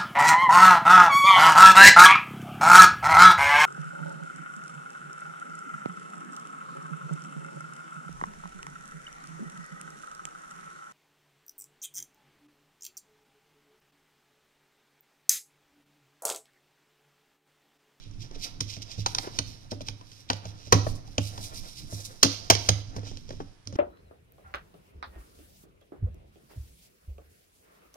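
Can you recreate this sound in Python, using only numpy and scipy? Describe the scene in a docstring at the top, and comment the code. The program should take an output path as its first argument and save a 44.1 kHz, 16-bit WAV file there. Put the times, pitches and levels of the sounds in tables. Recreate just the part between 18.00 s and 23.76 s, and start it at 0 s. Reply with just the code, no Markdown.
"""A low rumble of the grip comes first, with a faint slide and a dull tap: a thin plastic case is tapped,
clicked and set down on a wooden table in a small room, between slides of loose wrap and fingers.
Each blow is a noise crack, a pitched knock of the hollow case and decaying modes of the table top.
Slides are patchy band-passed noise; a hand-held phone hears all this at two unlike microphone ports,
its left port first, over a steady hiss."""
import sys
import numpy as np
from scipy import signal
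from scipy.fft import rfft, irfft
from scipy.io import wavfile
from scipy.ndimage import uniform_filter1d

SR = 44100
rng = np.random.default_rng(int(sys.argv[2]) if len(sys.argv) > 2 else 0)


def put_to_file(sound):
    """Save the sound as 16-bit audio at rate SR, in the file named by the first command-line argument."""
    columns = np.atleast_2d(sound).T  # one column per channel
    safe = np.clip(columns, -1, 1)
    whole_steps = np.round(safe * 32767)
    wavfile.write(sys.argv[1], SR, whole_steps.astype(np.int16))


N = 254218
T = np.arange(N) / SR  # time [s]
HZ = np.maximum(np.fft.rfftfreq(N, 1 / SR), 1)  # frequency of each spectral bin [Hz]


def undb(db):
    """Logarithmic level: 20 dB is a tenfold amplitude."""
    return 10 ** (np.asarray(db) / 20)


def unit(x):
    """Normalization to an rms of 1."""
    return x / np.sqrt(np.mean(x ** 2))


def colour(x, points, tilt=1):
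    """Zero-phase spectral shaping by (Hz, dB) points joined on a log-frequency axis; tilt scales the dB."""
    hz, db = np.transpose(points)
    gain = undb(tilt * np.interp(np.log(HZ), np.log(hz), db))
    return irfft(rfft(x) * gain, N)


def band(x, lo_hz, hi_hz):
    """Causal band-pass filtering."""
    edges = [lo_hz, min(hi_hz, SR / 2 - 1000)]
    return signal.sosfilt(signal.butter(2, edges, "band", fs=SR, output="sos"), x)


def walk(rate):
    """Slow random modulation: levels held 1 / rate s, then smoothed twice, with rms 1."""
    k = int(SR / rate)
    held = np.repeat(rng.standard_normal(N // k + 1), k)
    smooth = uniform_filter1d(uniform_filter1d(held, k), k)
    return unit(smooth[:N])


def decay(t, t60):
    """Exponential damping: a fall of 60 dB in t60 seconds."""
    return np.exp(-np.log(1000) * t / t60)


def ring(hz, t60, t):
    """Free vibration of one damped mode."""
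    return np.sin(2 * np.pi * hz * t) * decay(t, t60)


def add(out, s, x):
    """Superposition: mixes x into out from time s [s]."""
    i = int(s * SR)
    out[i:i + len(x)] += x[:N - i]


def curves(rows):
    """Linear interpolation of each column of a (time [s], ..) table, sample by sample."""
    s, *columns = np.transpose(rows)
    return [np.interp(T, s, c) for c in columns]


def hits():
    """Excitation by impact: every blow as (s, crack dB, boom dB, thud dB, knock dB, pitch Hz, sharpness dB)."""
    # dull blows with the flat of the case: (time [s], relative crack level [dB],
    # relative table boom level [dB], relative case knock level [dB], knock pitch [Hz])
    taps = [(0.0589, -54, -44, -68, 472), (0.6038, -11.5, -33, -45.5, 930), (0.9777, -57, -28, -62, 480),
            (1.2705, -40, -60, -39, 374), (1.3862, -13, -34.5, -37.5, 952), (1.883, -25, -39.5, -48, 896),
            (2.1147, -36.5, -53, -67, 428), (2.3295, -22.5, -42, -48, 560), (2.6694, -53, -44, -57, 575),
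            (2.7225, -2, -16.5, -18.5, 1094), (2.8646, -61, -29, -35, 621), (3.1796, -20, -24, -33, 573),
            (4.5498, -16, -45, -40, 436), (4.6872, -3, -19.5, -31.5, 543), (5.1113, -37.5, -54, -52, 387),
            (5.2889, -37.5, -56, -52, 473), (5.661, -75, -42, -66, 432), (5.6709, -28, -44, -74.5, 466)]
    # sharp blows with a hard edge or catch: (time [s], relative crack level [dB],
    # relative table boom level [dB], relative case knock level [dB], knock pitch [Hz])
    clicks = [(2.2987, -10, -33.5, -27, 867), (0.358, -42, -52, -52.5, 430),
              (0.7644, -34, -38.5, -59.5, 646), (4.732, -33, -54, -56, 500), (4.991, -43, -60, -62, 510),
              (5.652, -53, -77, -82, 463), (2.7325, -26, -50, -40, 590), (2.7400, -16.5, -25, -36, 650),
              (5.03, -55, -50, -51.5, 450), (0.1098, -43.5, -52, -70, 950), (1.0598, -9, -44, -32, 927),
              (1.147, -13, -56, -44, 975), (1.1822, -12, -44, -39, 788), (2.0094, -43, -57, -53.5, 990),
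              (2.452, -34, -35.5, -49, 635), (3.0783, -57, -48, -60, 775), (3.3764, -29.5, -38.5, -46, 917),
              (3.9233, -56, -32.5, -47.5, 585), (4.4995, 4.5, -23, -19, 689), (4.5196, -18, -53, -35, 563),
              (4.9619, -29, -31.5, -46, 405), (4.9792, -56, -42.5, -45, 511),
              (5.169, -31.5, -71.5, -60, 498), (5.3033, -34.5, -41, -44, 560), (5.7241, -37, -34, -50, 550),
              (5.7534, -30, -35, -42, 340)]
    # blows further in on the table top, which ring its upper modes: (time [s], relative crack level [dB],
    # relative table boom level [dB], relative case knock level [dB], knock pitch [Hz])
    drops = [(0.3094, -47, -60.5, -54.5, 410), (1.716, -26, -35.5, -44.5, 596),
             (1.8054, -43, -50, -47, 590), (4.2275, 2.5, -37, -28.5, 533), (4.2454, -12.5, -31.5, -37, 444),
             (5.3259, -47, -53, -53, 364), (5.4002, -52, -54.5, -39.5, 411)]
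    # each kind with its treble sharpness and its thud offset [dB]
    kinds = (taps, -42.5, -2.5), (clicks, -15.5, -2.5), (drops, -35.5, 10.5)
    thud_share = 0.25  # the thud lies this far from boom to knock, before its offset
    blows = []
    for rows, sharp_db, offset_db in kinds:
        for s, crack_db, boom_db, knock_db, hz in rows:
            thud_db = boom_db + thud_share * (knock_db - boom_db) + offset_db
            blows.append((s, crack_db, boom_db, thud_db, knock_db, hz, sharp_db))
    return blows


def contact(rise_s, t60):
    """Contact force of a blow, peak 1: it builds as more of the edge lands, then dies away."""
    t = T[:SR // 5]
    force = (1 - np.exp(-(t / rise_s) ** 3)) * decay(t, t60)
    return force / force.max()


def cracks(chatter_db=4.0, hollow=0.19, heavy_t60=0.027, light_t60=0.013, light_db=-16.5, span_db=18.5):
    """Repeated contact: the shell's edge chatters on the wood, and a heavy blow lasts longer than a light one."""
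    # spectrum of shell against wood: (frequency [Hz], relative density [dB])
    crack_spectrum = [(710, -13), (1200, -5), (1720, -13.5), (2130, -10.5), (2510, -6), (2730, -10),
                      (3080, 2), (5590, -3), (6580, -5.5), (7570, -26), (9510, -17.5), (11100, -26.5),
                      (16000, -40)]
    body, edge, air = np.zeros((3, N))
    for s, db, _, _, knock_db, _, sharp_db in hits():
        weight = np.clip((db - light_db) / span_db, 0, 1)
        force = contact(0.0024, light_t60 + weight * (heavy_t60 - light_t60))
        # a strong knock beside the crack makes it fuller
        add(body, s, undb(db + hollow * (knock_db - db) - 1.0) * force)
        add(edge, s, undb(db - 3.0) * force)
        add(air, s, undb(db + sharp_db - 9.5) * force)
    noise = colour(rng.standard_normal(N), crack_spectrum) * undb(chatter_db * walk(900))
    low = body * unit(band(noise, 1200, 3780))
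    middle = edge * unit(band(noise, 3260, 8270))
    treble = air * unit(band(noise, 6900, 14400))
    return low + middle + treble


def knocks(broaden=0.28):
    """Cavity resonance: the hollow shell sounds briefly at a pitch set by where it is held, with slap and bump."""
    note, slap, bump = np.zeros((3, N))
    for s, _, _, thud_db, db, hz, _ in hits():
        tone = np.sin(2 * np.pi * hz * T[:SR // 5])
        add(note, s, undb(db + 14.0) * contact(0.0031, 0.03) * tone)
        # light taps are mostly note, heavy ones slap the whole face
        add(slap, s, undb((1 + broaden) * db + 14.0) * contact(0.003, 0.046))
        add(bump, s, undb(thud_db - 2.0) * contact(0.0084, 0.07))
    noise = rng.standard_normal((2, N))
    broad_slap = slap * unit(band(noise[0], 300, 1144))
    dull_bump = bump * unit(band(noise[1], 130, 408))
    return note, broad_slap + dull_bump


def thumps(rise_s=0.0052, under=.76, under_db=-11.0, waver_db=6.0):
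    """Modal vibration of a plate: the boom feeds the table's two deepest modes, the thud the upper ones."""
    # modes of the table top: (frequency [Hz], relative level [dB], t60 [s])
    table_modes = [(102.9, -4.5, 0.41), (168.5, -11, 0.17), (278.5, -9, 0.22), (326.2, -24, 0.35),
                   (436, -41.5, 0.24), (511, -27, 0.28), (588, -23, 0.3), (674, -30, 0.13)]
    low, upper, t = np.zeros(N), np.zeros(N), T[:SR]
    modes = np.array([undb(db) * ring(hz, t60, t) for hz, db, t60 in table_modes])
    hz, db, t60 = table_modes[0]
    # a lower neighbour beats against the deepest mode
    modes[0] += undb(db + under_db) * ring(under * hz, t60, t)
    modes *= 1 - np.exp(-t / rise_s)
    for s, _, boom_db, thud_db, *_ in hits():
        add(low, s, undb(boom_db) * modes[:2].sum(axis=0))
        add(upper, s, undb(thud_db) * modes[2:].sum(axis=0))
    # things lying on the top make its upper ring uneven
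    return undb(6.5) * (low + upper * undb(waver_db * walk(40)))


def drag():
    """Sliding friction as level and sharpness [dB]: strokes swell and fade, blows shake the film, a creep remains."""
    # strokes of film or fingers: (time of the peak [s], length [s], relative level [dB],
    # relative treble sharpness [dB])
    strokes = [(0.024, .2, -60.5, -58), (0.228, 0.054, -37.5, -19), (0.356, 0.026, -46.5, -41),
               (0.443, 0.089, -34, -11.5), (0.715, 0.1, -35, -17.5), (0.823, 0.021, -37, -21),
               (0.91, 0.097, -42, -23), (0.995, 0.11, -45, -16), (1.196, 0.16, -52, 11),
               (1.275, 0.06, -47, -17), (1.354, 0.075, -38.5, -14), (1.508, 0.19, -46.5, -10),
               (1.713, 0.017, -36.5, -16), (1.816, 0.0096, -37, -15), (1.876, 0.059, -46, -15),
               (2.163, 0.45, -56, -8), (2.291, 0.013, -45, -60), (2.466, 0.084, -53.5, -13),
               (2.64, 0.27, -51, -20), (2.88, 0.11, -44.5, -1), (2.959, 0.022, -47, 1.5),
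               (3.079, 0.095, -52.5, -9.5), (3.263, 0.16, -42, -2.5), (3.43, 0.1, -35, -1.5),
               (3.572, .1, -39.5, -3.5), (3.692, 0.11, -47.5, -4), (3.796, 0.14, -42.5, -5.5),
               (3.917, 0.051, -57.5, 26.5), (4.034, 0.28, -46, 1.5), (4.32, 0.22, -38.5, -13),
               (4.63, 0.22, -40.5, -11), (4.88, 0.13, -62, -25), (4.966, 0.025, -42, -7),
               (5.075, 0.091, -39, -24), (5.206, 0.055, -54.5, -8), (5.318, 0.2, -56, -21),
               (5.738, 0.026, -55.5, -36)]
    rise_share, drop_db = 0.41, 13  # share of the length spent rising; fall at either end [dB]
    creep_db, creep_sharp_db = -71.5, -12.5  # the film never quite settles
    shake_db, shake_t60, shake_sharp_db = -30, 0.2, -11  # shaken film, level relative to the crack; t60 [s]
    rattle_db = 1.5  # unevenness of the shaken film
    parts = [(undb(creep_db) * np.ones(N), creep_sharp_db)]
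    for s, length, db, sharp_db in strokes:
        side = length * np.where(T < s, rise_share, 1 - rise_share)
        distance = np.minimum(np.abs(T - s) / side, 9)
        parts.append((undb(db - drop_db * distance ** 1.3), sharp_db))
    shake = np.zeros(N)
    for s, db, *_ in hits():
        add(shake, s, undb(db + shake_db - 60 * T[:SR // 2] / shake_t60))
    parts.append((shake * undb(rattle_db * walk(70)), shake_sharp_db))
    gain = sum(g for g, _ in parts)
    # the stronger a part, the more its sharpness counts
    sharpness_db = sum(g * sharp_db for g, sharp_db in parts) / gain
    return 20 * np.log10(gain), sharpness_db


def rustle(db, sharp_db, grain_db=4.5, slip_db=3.0, thinning=0.23):
    """Stick-slip friction: film and skin make dense tiny uneven slips in patches; a sharper drag has less body."""
    # spectrum of film and skin on plastic: (frequency [Hz], relative density [dB])
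    rustle_spectrum = [(710, -54), (1200, -48.5), (1730, -22), (2150, -7), (3150, -1.5), (3950, 5),
                       (4260, -1), (5780, 1.5), (7410, -13), (9930, -14), (11100, -21.5), (12600, -11),
                       (16000, -19.5)]
    grain = np.minimum(rng.exponential(1, N), 5)
    slips = rng.standard_normal(N) * undb(grain_db * grain + slip_db * walk(45))
    noise = colour(slips, rustle_spectrum)
    body = undb(-thinning * sharp_db - 6.5) * unit(band(noise, 1800, 4660))
    middle = unit(band(noise, 3796, 7840))
    treble = undb(sharp_db) * unit(band(noise, 6370, 11320))
    return undb(db) * (body + middle + treble)


def scrape(db, patchy_db=5.5):
    """Structure-borne friction: the drag also sounds low in the hollow shell."""
    return undb(db + patchy_db * walk(35)) * unit(band(rng.standard_normal(N), 190, 1240))


def grip(db, alike=0.69, patchy_db=3.0):
    """Partial coherence: fingers shift on the phone's body, and the ports share only part of the rumble."""
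    # spectrum of the handling rumble: (frequency [Hz], relative density [dB])
    grip_spectrum = [(8.8, -26.5), (15, 2), (70, -16), (107, -4.5), (135, -10.5), (247, -21.5), (280, -16),
                     (400, -31), (520, -39), (880, -120)]
    both, left, right = (unit(colour(rng.standard_normal(N), grip_spectrum)) for _ in range(3))
    own = np.sqrt(1 - alike ** 2) * np.array([left, right])
    return undb(db + patchy_db * walk(17)) * (alike * both + own)


def hiss():
    """Stationary random noise, independent at each port."""
    # spectrum of the hiss: (frequency [Hz], relative density [dB])
    hiss_spectrum = [(120, -44.5), (200, -2), (683, -4.5), (1480, -6), (3620, -12), (5040, -16.5),
                     (8900, -21), (11100, -21), (12200, -33.5), (16000, -40)]
    return undb(-65.5) * unit(colour(rng.standard_normal((2, N)), hiss_spectrum))


def ports(left, lag_s, scatter_t60=0.039):
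    """Arrival-time difference and scattering: the right port hears later; hand, table and phone scatter unlike."""
    late = irfft(rfft(left) * np.exp(-2j * np.pi * HZ * lag_s), N)
    both = np.array([left, late])
    t = T[:SR // 50]
    scatter = rng.standard_normal((2, len(t))) * decay(t, scatter_t60)
    scatter = undb(-13) * scatter / np.sqrt(np.sum(scatter ** 2) / 2)
    return both + signal.fftconvolve(both, scatter, axes=1)[:, :N]


def room(x, gap_s=0.0042):
    """Reverberation: close walls answer after a gap with a dense tail, unlike at each port."""
    # decay of the room by band: (centre frequency [Hz], t60 [s], relative level [dB])
    room_bands = [(266, 0.55, 0), (693, 0.51, 2), (1194, 0.42, -1), (2540, 0.42, 3), (4440, 0.59, -4.5),
                  (9070, 0.23, 4.5)]
    t = T[:SR // 2]
    tail = np.zeros((2, len(t)))
    for hz, t60, db in room_bands:
        # octave bands, the highest reaching further up
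        hi_hz = hz * np.sqrt(2) * (1 + (hz > 9000))
        noise = band(rng.standard_normal((2, len(t))), hz / np.sqrt(2), hi_hz)
        tail += undb(db) * noise * decay(t, t60)
    tail *= t > gap_s
    tail /= np.sqrt(np.sum(tail ** 2) / 2)
    return signal.fftconvolve(x[None], tail, axes=1)[:, :N]


def scene():
    """Superposition of direct sound, reverberation, the table's thump, grip and hiss."""
    # holding the case and phone: (time [s], scrape level in the case [dB], grip rumble level [dB])
    holding = [(0.0, -93, -48), (0.25, -64.5, -46.5), (0.45, -49.5, -46.5), (0.62, -62.5, -44.5),
               (0.85, -57, -49.5), (1.39, -54, -45.5), (1.78, -83, -54.5), (1.89, -59, -48),
               (2.12, -74, -54.5), (2.44, -58.5, -51), (3.02, -58, -42.5), (3.21, -55.5, -52),
               (3.48, -53, -44), (3.98, -63.5, -49.5), (4.25, -67, -59.5), (4.36, -50, -53),
               (4.67, -58.5, -47.5), (5.04, -53.5, -48), (5.15, -81, -48.5), (5.44, -100, -44.5),
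               (5.76, -92, -77)]
    scrape_db, grip_db = curves(holding)
    note, slap = knocks()
    blows = cracks() + slap
    slides = rustle(*drag()) + scrape(scrape_db)
    # the blows face the left port, whose straight share is stronger
    near = ports(blows, 0.0004037) * undb([[1.5], [-3.5]])
    near += ports(slides + note, 0.0004015) * undb([[-1.5], [-2.5]])
    # the shell's note carries poorly beyond the table
    far = undb(-14.5) * room(blows + undb(-5.5) * note) + undb(-11.0) * room(slides)
    return near + far + ports(thumps(), 0.00036) + grip(grip_db) + hiss()


def low_pass(x):
    """Removes everything above the highest recorded frequency."""
    return signal.sosfilt(signal.butter(12, 16810, fs=SR, output="sos"), x)


def record(dry):
    """Port response and saturation: each port has its own colour, loud peaks are rounded off, the top is cut."""
    # contrast of the ports: (frequency [Hz], left minus right level [dB])
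    port_contrast = [(60, -11.5), (110, -3.5), (200, 7.5), (400, -4.5), (800, 5), (1500, -1), (2500, -4.5),
                     (4000, -10), (5500, -16.5), (7000, -9.5), (8500, 12), (11000, 7), (13000, 10),
                     (15500, 19)]
    left = colour(dry[0], port_contrast, 1 / 2)
    right = colour(dry[1], port_contrast, -1 / 2)
    ceiling = .7
    x = np.array([left, right]) / ceiling
    rounded = ceiling * x / (1 + x ** 4) ** (1 / 4)
    top = signal.ellip(8, .2, 70, 16000, fs=SR, output="sos")
    return low_pass(signal.sosfilt(top, rounded))


dry = scene()
out = record(dry)
put_to_file(out)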